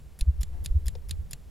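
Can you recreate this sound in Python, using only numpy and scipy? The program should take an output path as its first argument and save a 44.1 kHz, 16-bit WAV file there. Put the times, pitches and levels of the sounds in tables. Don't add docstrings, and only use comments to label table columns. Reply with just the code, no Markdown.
import sys
import numpy as np
from scipy import signal
from scipy.fft import rfft, irfft, next_fast_len
from scipy.io import wavfile

SR = 44100
rng = np.random.default_rng(int(sys.argv[2]) if len(sys.argv) > 2 else 0)


def to_wav(sig):
    pcm = np.clip(np.atleast_2d(sig), -1, 1) * 32767
    pcm = np.round(pcm).astype(np.int16)
    wavfile.write(sys.argv[1], SR, pcm.T)


N = 66150

# (drop s, drop dB, pallet 0/1, unlock s, unlock dB, scrape s, scrape dB)
BEATS = [(-.0185, 4, 1, -.041, 0, -.034, 0),
         (.2093, 5, 0, .1897, -3, .1945, -5),
         (.4312, 3, 1, .4083, 0, .4140, 1),
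         (.6596, 6, 0, .6400, -5, .6466, 1.5),
         (.8816, 6, 1, .8584, 0, .8660, 0),
         (1.1093, 6.5, 0, 1.0868, -9, 1.0932, 1.5),
         (1.3316, 5.5, 1, 1.3095, 1.5, 1.3154, -2)]
# (Hz, dB, t60 s)
TICK = [(1780, -12.0, 0.0138), (2590, -3.5, 0.0091), (3520, -2.0, 0.006), (4060, 0.4, 0.0073), (4770, -3.7, 0.0043),
        (5700, -7.7, 0.0098), (6720, -4.6, 0.004), (7420, -5.6, 0.0042), (8520, -5.4, 0.0113), (8920, -6.3, 0.004),
        (10120, 1.5, 0.0045), (11550, -15.4, 0.018), (12440, -8.5, 0.005), (14270, -17.9, 0.0107)]
# (Hz, dB, t60 s)
TOCK = [(1780, -5.4, 0.012), (2210, -15.5, 0.004), (2720, -8.9, 0.0099), (3260, -9.8, 0.0105), (4030, -5.8, 0.0047),
        (5000, -6.9, 0.004), (5700, -7.3, 0.0093), (6530, -10.3, 0.0068), (7080, 1.5, 0.0062), (7670, -6.7, 0.018),
        (8540, -11.5, 0.0062), (9430, -11.4, 0.004), (10210, -4.3, 0.004), (12390, -2.8, 0.0094)]
# (Hz, dB, t60 s)
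WHEEL = [(1760, -24, 0.0025), (3426, -17, 0.024), (5000, -11, 0.03), (5490, -12, 0.024), (7170, -10.5, 0.014), (8900, -18, 0.0079),
         (10240, -4, 0.0084), (11000, -40, 0.0096), (13000, -30, 0.012), (12170, -8.5, 0.0083), (13600, -32, .004)]
# (Hz, dB, t60 s)
SPRING = [(7381, -69.5, .62), (10067, -70.5, .5), (10196, -74, .3)]
RATTLE_DB, RATTLE_T60_S = -7.5, 0.019
CRACK_DB, CRACK_T60_S, CRACK_RISE_S = -22.5, 0.015, 0.0002
CRACK = [(200, -14), (450, -8), (800, 3), (1400, -17), (1800, -8), (4500, 6.5), (8000, 4), (11000, 6), (15500, -3)]  # (Hz, dB)
ROOM_DB, ROOM_T60_S = -27, .05
# (centre s, Hz, peak dB, half width s)
THUMPS = [(0.2242, 30, -14, 0.0094), (0.2894, 67.6, -11.5, 0.015), (0.408, 53.3, -18.5, 0.017), (.716, 25.5, -14, 0.0094),
          (0.766, 71.5, -12, 0.016), (.875, 54.4, -18.5, 0.016), (1.126, 80, -29.5, 0.022), (1.204, 71, -35.5, 0.023)]
# (Hz, dB, t60 s)
KNOCK = [(422, -5.5, 0.033), (497, 6, 0.029), (731, -6, 0.036), (890, -8.5, 0.013)]
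# (Hz, dB, t60 s)
FAINT_MODES = [(355, -60.5, 1.6), (533, -66, 1), (721, -57, .42), (877, -60, .38), (1680, -70, .35)]
# (Hz, dB)
FAINT_NOISE = [(150, -12), (400, 0), (900, -3), (2500, -9), (5000, -20), (12000, -40)]
RUMBLE_LEVEL = [(0, -45), (.18, -50), (.3, -38), (.55, -35.5), (.9, -35), (1.05, -37.5), (1.199, -33.5), (1.3, -41.5), (1.5, -48)]  # (s, dB)
RUMBLE = [(10, 2), (30, -12.5), (50, -3), (70, 1.5), (90, -10.5), (115, -23), (200, -42), (400, -85)]  # (Hz, dB)
AIR = [(20, -2.5), (100, -2), (150, -1), (200, -8), (290, -17.5), (450, -16.5), (700, -24), (1200, -31.5), (3000, -50.5), (12000, -35.5)]  # (Hz, dB)
HISS = [(100, 13), (2000, 4.5), (5000, 1), (10000, -2.5), (15500, -9.5)]  # (Hz, dB)
RUMBLE_SIDE_DB, AIR_SIDE_DB, HISS_SIDE_DB = -4.5, -28, -30.5
TOP_HZ = 15900
KNOCK_S = .9522
KNOCK_DB, KNOCK_CLICK_DB, KNOCK_CLICK_T60_S = 5.5, -26, 0.022
KNOCK_CLICK = [(300, -10), (1500, -4), (2300, 4), (4000, 3.5), (5500, 4.5), (7500, -12), (10000, -8), (14000, -26)]  # (Hz, dB)
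FAINT_S, FAINT_RISE_S, FAINT_T60_S, FAINT_NOISE_DB = .517, .016, .4, -60
MURK_S = None
MURK_RISE_S = None
MURK_T60_S = None
MURK_NOISE_DB = None
AIR_LEVEL = [(0, -54.5), (.45, -54.5), (.6, -51), (.85, -52.5), (1.05, -53), (1.5, -54.5)]  # (s, dB)
AIR_DB = None
HISS_DB = -65.5
MIC = [(0, -0.5), (12500, -2), (14500, -4.5), (15900, -6.5)]  # (Hz, dB)
ROOM_SIDE_DB = -27
UNLOCK_DB, UNLOCK_CRACK_DB = 6, -9
SCRAPE_T60_S, SCRAPE_RISE_S, SCRAPE_DB, SCRAPE_CRACK_DB = 0.036, 0.0002, 4, -1.5
HOLLOW_DB, HOLLOW_T60_S = -29, 0.048
HOLLOW = [(200, -28), (450, 2.5), (1000, -5), (1800, -2.5), (3700, 7), (5500, -4), (8000, -16), (15000, -26)]  # (Hz, dB)
BODY_HZ, BODY_DB, BODY_RISE_S, BODY_T60_S = 142, -37, 0.0016, 0.15
CASE_DB = -.5
REBOUND_S = .0158
REBOUND_DB = -16
SCRAPE_HOLLOW_DB = 0
ATTACK_S = .0007
WHEEL_ATTACK_S = 0.00079
CHATTER_S, CHATTER_SHARE = .0007, .42
WHEEL_VARY_DB = 4


def amp(db):
    return 10 ** (np.asarray(db) / 20)


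def clock(s):
    return np.arange(int(s * SR)) / SR


def filtered(x, response):
    n = x.shape[-1]
    m = next_fast_len(n + 8192)
    return irfft(rfft(x, m) * response(np.fft.rfftfreq(m, 1 / SR)), m)[..., :n]


def noise(points, size):
    f, db = np.transpose(points)
    x = filtered(rng.standard_normal(size), lambda hz: amp(np.interp(np.log(hz + 1), np.log(f), db)))
    return x / x.std()


def fade(t, rise, t60):
    return (1 - np.exp(-t / rise)) * np.exp(-np.log(1000) * t / t60)


def burst(x, t, rise, t60):
    x = x * fade(t, rise, t60)
    return x / np.linalg.norm(x)


def sine(hz, t):
    return np.sin(2 * np.pi * (hz * t + rng.random()))


def ring(modes, t, rise):
    shape = lambda t60: fade(t, rise, t60) / fade(t, rise, t60).sum()
    return sum((-1) ** k * amp(db) * np.sin(2 * np.pi * hz * t) * shape(t60) for k, (hz, db, t60) in enumerate(modes))


def add(track, s, x):
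    i = int(round(s * SR))
    x = x[max(-i, 0):max(N - i, 0)]
    track[max(i, 0):][:len(x)] += x


def escapement():
    out, t = np.zeros(N), clock(.1)
    cases = [amp(CASE_DB) * chatter(ring(modes, t, ATTACK_S)) for modes in (TICK, TOCK)]
    wheel = lambda: ring([(hz, db + WHEEL_VARY_DB * rng.standard_normal(), t60) for hz, db, t60 in WHEEL], t, WHEEL_ATTACK_S)
    rub = lambda body, rise, t60: signal.fftconvolve(body, burst(rng.standard_normal(len(t)), t, rise, t60))[:len(t)]
    crack = lambda: amp(CRACK_DB) * burst(noise(CRACK, len(t)), t, CRACK_RISE_S, CRACK_T60_S)
    hollow = lambda: amp(HOLLOW_DB) * burst(noise(HOLLOW, len(t)), t, ATTACK_S, HOLLOW_T60_S)
    for drop_s, drop_db, pallet, unlock_s, unlock_db, scrape_s, scrape_db in BEATS:
        case = cases[int(round(pallet))]
        scrape = amp(SCRAPE_DB) * rub(wheel(), SCRAPE_RISE_S, SCRAPE_T60_S) + amp(SCRAPE_CRACK_DB) * crack() + amp(SCRAPE_HOLLOW_DB) * hollow()
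        add(out, unlock_s, amp(unlock_db) * (amp(UNLOCK_DB) * chatter(wheel()) + amp(UNLOCK_CRACK_DB) * crack()))
        add(out, scrape_s, amp(scrape_db) * scrape)
        add(out, drop_s, amp(drop_db) * (case + amp(RATTLE_DB) * rub(case, ATTACK_S, RATTLE_T60_S) + crack() + hollow()))
        if pallet == 0:
            add(out, drop_s + REBOUND_S, amp(drop_db + REBOUND_DB) * hollow())
    return out


def spring():
    out, t = np.zeros(N), clock(1)
    for drop_s, *_ in BEATS:
        add(out, drop_s, sum(amp(db) * sine(hz, t) * fade(t, ATTACK_S, t60) for hz, db, t60 in SPRING))
        add(out, drop_s, amp(BODY_DB) * sine(BODY_HZ, t) * fade(t, BODY_RISE_S, BODY_T60_S))
    return out


def thumps():
    t = np.arange(N) / SR
    return sum(amp(db) * np.exp(-((t - s) / width) ** 2) * np.cos(2 * np.pi * hz * (t - s)) for s, hz, db, width in THUMPS)


def small_sounds():
    out, t = np.zeros(N), clock(.5)
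    click = amp(KNOCK_CLICK_DB) * burst(noise(KNOCK_CLICK, len(t)), t, CRACK_RISE_S, KNOCK_CLICK_T60_S)
    add(out, KNOCK_S, click + amp(KNOCK_DB) * ring(KNOCK, t, rise=0.0063))
    tones = sum(amp(db) * sine(hz, t) * fade(t, FAINT_RISE_S, t60) for hz, db, t60 in FAINT_MODES)
    add(out, FAINT_S, tones + amp(FAINT_NOISE_DB) * noise(FAINT_NOISE, len(t)) * fade(t, FAINT_RISE_S, FAINT_T60_S))
    return out


def bed(spectrum, side_db):
    return noise(spectrum, N) + amp(side_db) * np.outer([1, -1], noise(spectrum, N))


def background():
    level = lambda rows: amp(np.interp(np.arange(N) / SR, *np.transpose(rows)))
    return level(RUMBLE_LEVEL) * bed(RUMBLE, RUMBLE_SIDE_DB) + level(AIR_LEVEL) * bed(AIR, AIR_SIDE_DB) + amp(HISS_DB) * bed(HISS, HISS_SIDE_DB)


def room(x):
    t = clock(.5)
    answer = lambda: signal.fftconvolve(x, burst(rng.standard_normal(len(t)), t, 0.0018, ROOM_T60_S))[:N]
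    return amp(ROOM_DB) * (answer() + amp(ROOM_SIDE_DB) * np.outer([1, -1], answer()))


def chatter(x):
    delay = lambda hz: np.exp(-2j * np.pi * hz * CHATTER_S)
    return filtered(x, lambda hz: (delay(hz) - CHATTER_SHARE) / (1 - CHATTER_SHARE * delay(hz)))


def scene():
    near = escapement() + small_sounds()
    return near + room(near) + spring() + thumps() + background()


def record(dry):
    return filtered(dry, lambda hz: amp(np.interp(hz, *np.transpose(MIC))) * (hz < TOP_HZ))


dry = scene()
out = record(dry)
to_wav(out)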